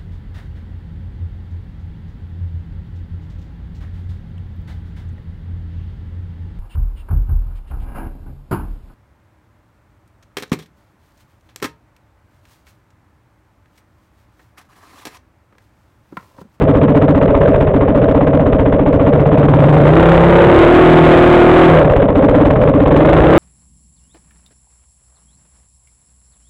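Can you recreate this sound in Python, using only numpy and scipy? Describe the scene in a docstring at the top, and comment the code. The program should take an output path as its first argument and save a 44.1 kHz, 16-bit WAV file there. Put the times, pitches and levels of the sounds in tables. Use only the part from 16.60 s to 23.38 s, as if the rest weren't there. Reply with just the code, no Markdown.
"""A single-cylinder four-stroke dirt bike, heard from the rider's helmet, thumps near idle, pulls up a
rise with the throttle open, drops back and picks up again. Each firing excites resonators: the exhaust
pipe honks, the silencer booms, and knocks ring the engine case and fins. Wind and frame rumble beneath.
The sound overdrives a small camera's input, which passes little above 4 kHz."""
import sys
import numpy as np
from scipy.fft import rfft, irfft, next_fast_len
from scipy.io import wavfile
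from scipy.ndimage import uniform_filter1d

SR = 44100
rng = np.random.default_rng(int(sys.argv[2]) if len(sys.argv) > 2 else 0)


def output_pcm(signal):
    """Save a mono or channel-first signal as 16-bit PCM at the path in sys.argv[1].

    Samples are clipped to [-1, 1] before scaling.
    """
    pcm = np.clip(np.atleast_2d(signal).T, -1, 1) * 32767
    wavfile.write(sys.argv[1], SR, np.round(pcm).astype(np.int16))


N = 298998

# Engine speed. Each row: time in seconds, firings per second.
FIRING_RATE = [(0.0, 14.67), (0.91, 15.47), (1.3, 14.05), (1.59, 16.31), (2.21, 14.51), (2.54, 15.27),
               (3.04, 20.16), (3.15, 26.31), (3.34, 32.37), (3.9, 35.21), (4.17, 40.62), (4.8, 39.11),
               (5.0, 41.46), (5.2, 38.92), (5.27, 17.59), (5.55, 13.99), (5.86, 19.68), (6.15, 15.11),
               (6.64, 29.43), (6.78, 39.82)]
# Engine load. Each row: time in seconds, throttle opening from 0 to 1.
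THROTTLE_OPENING = [(0, 0.09), (2.65, 0), (2.95, 0.3), (3.22, 0.5), (3.42, 0.9), (4.1, .92), (5.15, 0.92),
                    (5.26, 0.5), (5.5, .1), (5.85, 0.4), (6.13, 0.04), (6.4, 0.6), (6.62, 0.8), (6.78, 0.8)]
# Misfires, which leave the pipe without its honk. Each entry: time in seconds.
MISFIRE_TIMES = [.82, .95, 1.085]
# Boom of the silencer. Each row: time in seconds, relative level in dB.
SILENCER_LEVEL = [(0, -11), (.45, -12), (.72, -22), (2.35, -20.5), (2.52, -10), (3.0, -5.5), (3.45, -14),
                  (3.7, -11), (4.12, -24), (4.44, -10.5), (4.72, -24), (5.12, -14.5), (5.4, -21.5),
                  (6.78, -15)]
# Impacts of combustion, valves and piston. Each row: share of the cycle, relative level in dB.
CYCLE_KNOCKS = [(.01, 0), (.08, -5), (.31, -7), (.63, -4), (.94, -6)]
# Modes of the engine case. Each row: frequency in Hz, bandwidth in Hz, relative level in dB.
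CASE_MODES = [(438.4, 256, -4), (514.5, 46.9, 4), (561.2, 56, 0.5), (656, 84.6, -3)]
# Modes of the cylinder and fins. Each row: frequency in Hz, bandwidth in Hz, relative level in dB.
FIN_MODES = [(747, 47.4, 7), (883, 138, 0.5), (1020, 285, -2.5), (1430, 990, -11.5)]
# Spells in which the case rings harder. Each row: middle in seconds, half length in seconds, gain in dB.
CASE_SPELLS = [(0.831, 0.19, 4), (3.822, 0.081, 3.5), (4.556, 0.1, 3.5), (5.148, 0.043, 1.5)]
# Clatter of piston and chain. Each row: frequency in Hz, relative spectral density in dB.
CLATTER_SPECTRUM = [(300, -33), (700, 7), (1100, 6.5), (1500, -7), (2000, -7.5), (3000, -18.5),
                    (3800, -33.5), (4600, -60)]
# Rumble of wind and frame. Each row: frequency in Hz, relative spectral density in dB.
RUMBLE_SPECTRUM = [(10, -15.5), (30, -1.5), (50, -16), (75, -1), (115, 1), (170, -2.5), (260, -7),
                   (600, -68)]
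# Treble response of the camera's output. Each row: frequency in Hz, gain in dB.
TREBLE_RESPONSE = [(3600, 0), (4400, -3.5), (5500, -6), (8000, 1), (10000, -4), (15500, -9.5)]


def exhaust(cycle, rate, throttle):
    """Pulse excitation: each opening of the exhaust valve thumps, and rings the pipe and the silencer."""
    starts = strokes(cycle, at=.12)
    heat = throttle[starts, None] ** 2.5  # hotter gas carries sound faster, raising both resonances
    t = np.arange(SR // 6) / SR
    honk = pipe_honk(t, starts, rate, heat)
    boom = silencer_boom(t, heat)
    pulse_age = t / 0.0028  # in time constants
    push = -pulse_age * (2 - pulse_age) * np.exp(-pulse_age)
    pipe = amp(pipe_level(rate, throttle)) * train(starts, honk, rate, scatter_db=1.96, jitter_s=.00003)
    silencer = amp(curves(SILENCER_LEVEL)[0]) * train(starts, boom, rate, scatter_db=2, jitter_s=.00023)
    thump = amp(-12.5 - 5 * throttle) * train(starts, push, rate, scatter_db=4.5, jitter_s=.00008)
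    return pipe + silencer + thump


def pipe_honk(t, starts, rate, heat):
    """Resonance of a gas column: at each firing the pipe's note rises and falls with the valve's lift."""
    cool_hz, hot_hz = 290, 376
    uneven_hz = 6 * (1.1 - heat) * rng.standard_normal(heat.shape)  # idle cycles burn unevenly
    peak_hz = cool_hz + (hot_hz - cool_hz) * heat + uneven_hz
    open_s = .036 * (rate[starts, None] / 15) ** -.42  # the valve closes sooner at speed
    lift = np.abs(np.sin(np.pi * np.minimum(t / open_s, 1)))
    note_hz = peak_hz * (1 - (.65 - 0.35 * heat) * (1 - lift) ** 2)
    phase = 2 * np.pi * np.cumsum(note_hz, axis=1) / SR
    flow = .35 * heat  # under load the gas flow pushes the wave off centre
    burns = np.abs(starts[:, None] / SR - MISFIRE_TIMES).min(axis=1, keepdims=True) > .03
    return -(np.sin(phase) + flow) * np.sqrt(lift) * burns


def pipe_level(rate, throttle):
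    """Exhaust tuning: the honk's level in dB leaps as the pipe comes into tune and sinks as revs fall."""
    tuned_rate, step_width = 35.7, 0.61  # firings per second
    in_tune = (1 + np.tanh((rate - tuned_rate) / step_width)) / 2
    overrun = np.tanh(np.maximum(-speed_change(rate), 0) / 1.4)
    return -14 - 2 * throttle + 9.5 * in_tune - 7 * overrun


def silencer_boom(t, heat):
    """Damped oscillation: the silencer rings at one low note, dying away exponentially."""
    cool_hz, hot_hz, decay_s = 145, 166, 0.15
    boom_hz = cool_hz + (hot_hz - cool_hz) * heat
    return -np.sin(2 * np.pi * boom_hz * t) * amp(-60 * t / decay_s)


def engine_case(cycle, rate, throttle):
    """Modal vibration: knocks at fixed points of the cycle ring case and fins; loose parts churn."""
    taps = sum(amp(db) * train(strokes(cycle, share), np.ones(1), rate, scatter_db=.33, jitter_s=.00003)
               for share, db in CYCLE_KNOCKS)
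    # under load the slack is taken up: the regular knocks grow and the churning fades
    knocks = amp(-6.5 + 2.4 * throttle) * resonate(taps, CASE_MODES)
    churn = amp(-1 - 4.2 * throttle) * resonate(rng.standard_normal(N), CASE_MODES)
    ring = amp(case_level(rate, throttle)) * (knocks + churn)
    low_hz, high_hz = 360, 720  # the case radiates only around its own modes
    ring = filtered(ring, lambda hz: ((1 + (low_hz / (hz + 1)) ** 10) * (1 + (hz / high_hz) ** 10)) ** -.5)
    fins = amp(-32.5 + 12.35 * throttle) * resonate(taps, FIN_MODES)
    return ring + fins


def case_level(rate, throttle):
    """Backlash: speed changes slap the gears, raising the case's level in dB, as do load and spells."""
    lash = np.tanh(np.abs(speed_change(rate)) / 0.59)
    t = np.arange(N) / SR
    spells_db = sum(db * np.exp(-((t - middle) / half) ** 2) for middle, half, db in CASE_SPELLS)
    return -13.5 + 1.38 * throttle + 2 * lash + spells_db


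def clatter(cycle, throttle):
    """Amplitude-modulated noise: the rattle of piston and chain swells and decays after each firing."""
    share = cycle % 1
    envelope = unit((1 - np.exp(-share / .012)) * np.exp(-share / .36) + .06)
    return amp(-25.5 - throttle) * envelope * noise(CLATTER_SPECTRUM)


def heave(cycle, throttle):
    """Forced vibration: under load the power strokes heave the bike at the firing frequency."""
    peak_share = 0.091
    return amp(-16) * throttle * np.cos(2 * np.pi * (cycle - peak_share))


def rumble():
    """Random excitation: wind and frame give a steady low noise."""
    return amp(-15) * noise(RUMBLE_SPECTRUM)


def strokes(cycle, at):
    """Samples at which the engine passes a given share of its cycle."""
    return np.flatnonzero(np.diff(np.floor(cycle - at)) > 0)


def train(starts, shapes, rate, scatter_db, jitter_s):
    """Superposition of one shape per stroke, uneven in size and timing, at rms 1."""
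    size, late = rng.standard_normal((len(starts), 2)).T
    onsets = np.maximum(starts + (late * jitter_s * SR).astype(int), 0)
    samples = onsets[:, None] + np.arange(shapes.shape[-1])
    weight = amp(scatter_db * size) / np.sqrt(rate[starts])  # faster firing adds no mean power
    return unit(np.bincount(samples.ravel(), (weight[:, None] * shapes).ravel(), N)[:N])


def speed_change(rate):
    """Smoothed acceleration of the engine, in octaves per second."""
    return uniform_filter1d(np.gradient(np.log2(rate)) * SR, size=SR // 7)


def resonate(x, modes):
    """Modal summation: x drives damped resonators of alternating sign; the result has rms 1."""
    def response(hz):
        return sum((-1) ** k * amp(db) * 1j * hz * width / (centre ** 2 - hz ** 2 + 1j * hz * width)
                   for k, (centre, width, db) in enumerate(modes))
    return unit(filtered(x, response))


def noise(spectrum):
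    """Coloured noise of rms 1."""
    return unit(colour(rng.standard_normal(N), spectrum))


def colour(x, points):
    """Spectral shaping of x by (Hz, dB) points on a logarithmic frequency axis."""
    point_hz, db = np.transpose(points)
    return filtered(x, lambda hz: amp(np.interp(np.log(hz + 1), np.log(point_hz), db)))


def filtered(x, response):
    """Linear filtering: the spectrum of x times a complex frequency response."""
    size = next_fast_len(N + SR // 2)
    return irfft(rfft(x, size) * response(np.fft.rfftfreq(size, 1 / SR)), size)[:N]


def curves(rows):
    """Linear interpolation: one value per sample for each column after the time."""
    times, *columns = np.transpose(rows)
    return [np.interp(np.arange(N) / SR, times, column) for column in columns]


def amp(db):
    """Amplitude ratio of a level in dB."""
    return 10 ** (np.asarray(db) / 20)


def unit(x):
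    """x normalised to rms 1."""
    return x / np.sqrt(np.mean(x ** 2) + 1e-20)


def scene():
    """Superposition: the engine's sources add, growing louder with the throttle, over the rumble."""
    rate, = curves(FIRING_RATE)
    throttle = np.clip(curves(THROTTLE_OPENING)[0], 0, 1.1)
    cycle = np.cumsum(rate) / SR - .171  # running count of engine cycles
    engine = exhaust(cycle, rate, throttle) + engine_case(cycle, rate, throttle)
    engine += clatter(cycle, throttle) + heave(cycle, throttle)
    return (amp(1.14 + 7.88 * throttle) * engine + rumble())[None]


def record(dry):
    """Nonlinear distortion: the preamp clips, and its coupling capacitor makes the flat tops droop."""
    ceiling, hardness = 0.64, 60
    coupling_hz, band_hz, top_hz = 45, 3850, 15850
    clipped = dry[0] / (1 + np.abs(dry[0] / ceiling) ** hardness) ** (1 / hardness)
    drooped = filtered(
        clipped, lambda hz: 1j * hz / (coupling_hz + 1j * hz) / np.sqrt(1 + (hz / band_hz) ** 36))
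    crackling = np.clip(drooped, -.71, .71)  # the overshoots clip again
    return filtered(colour(crackling, TREBLE_RESPONSE), lambda hz: hz < top_hz)[None]


dry = scene()
out = record(dry)
output_pcm(out)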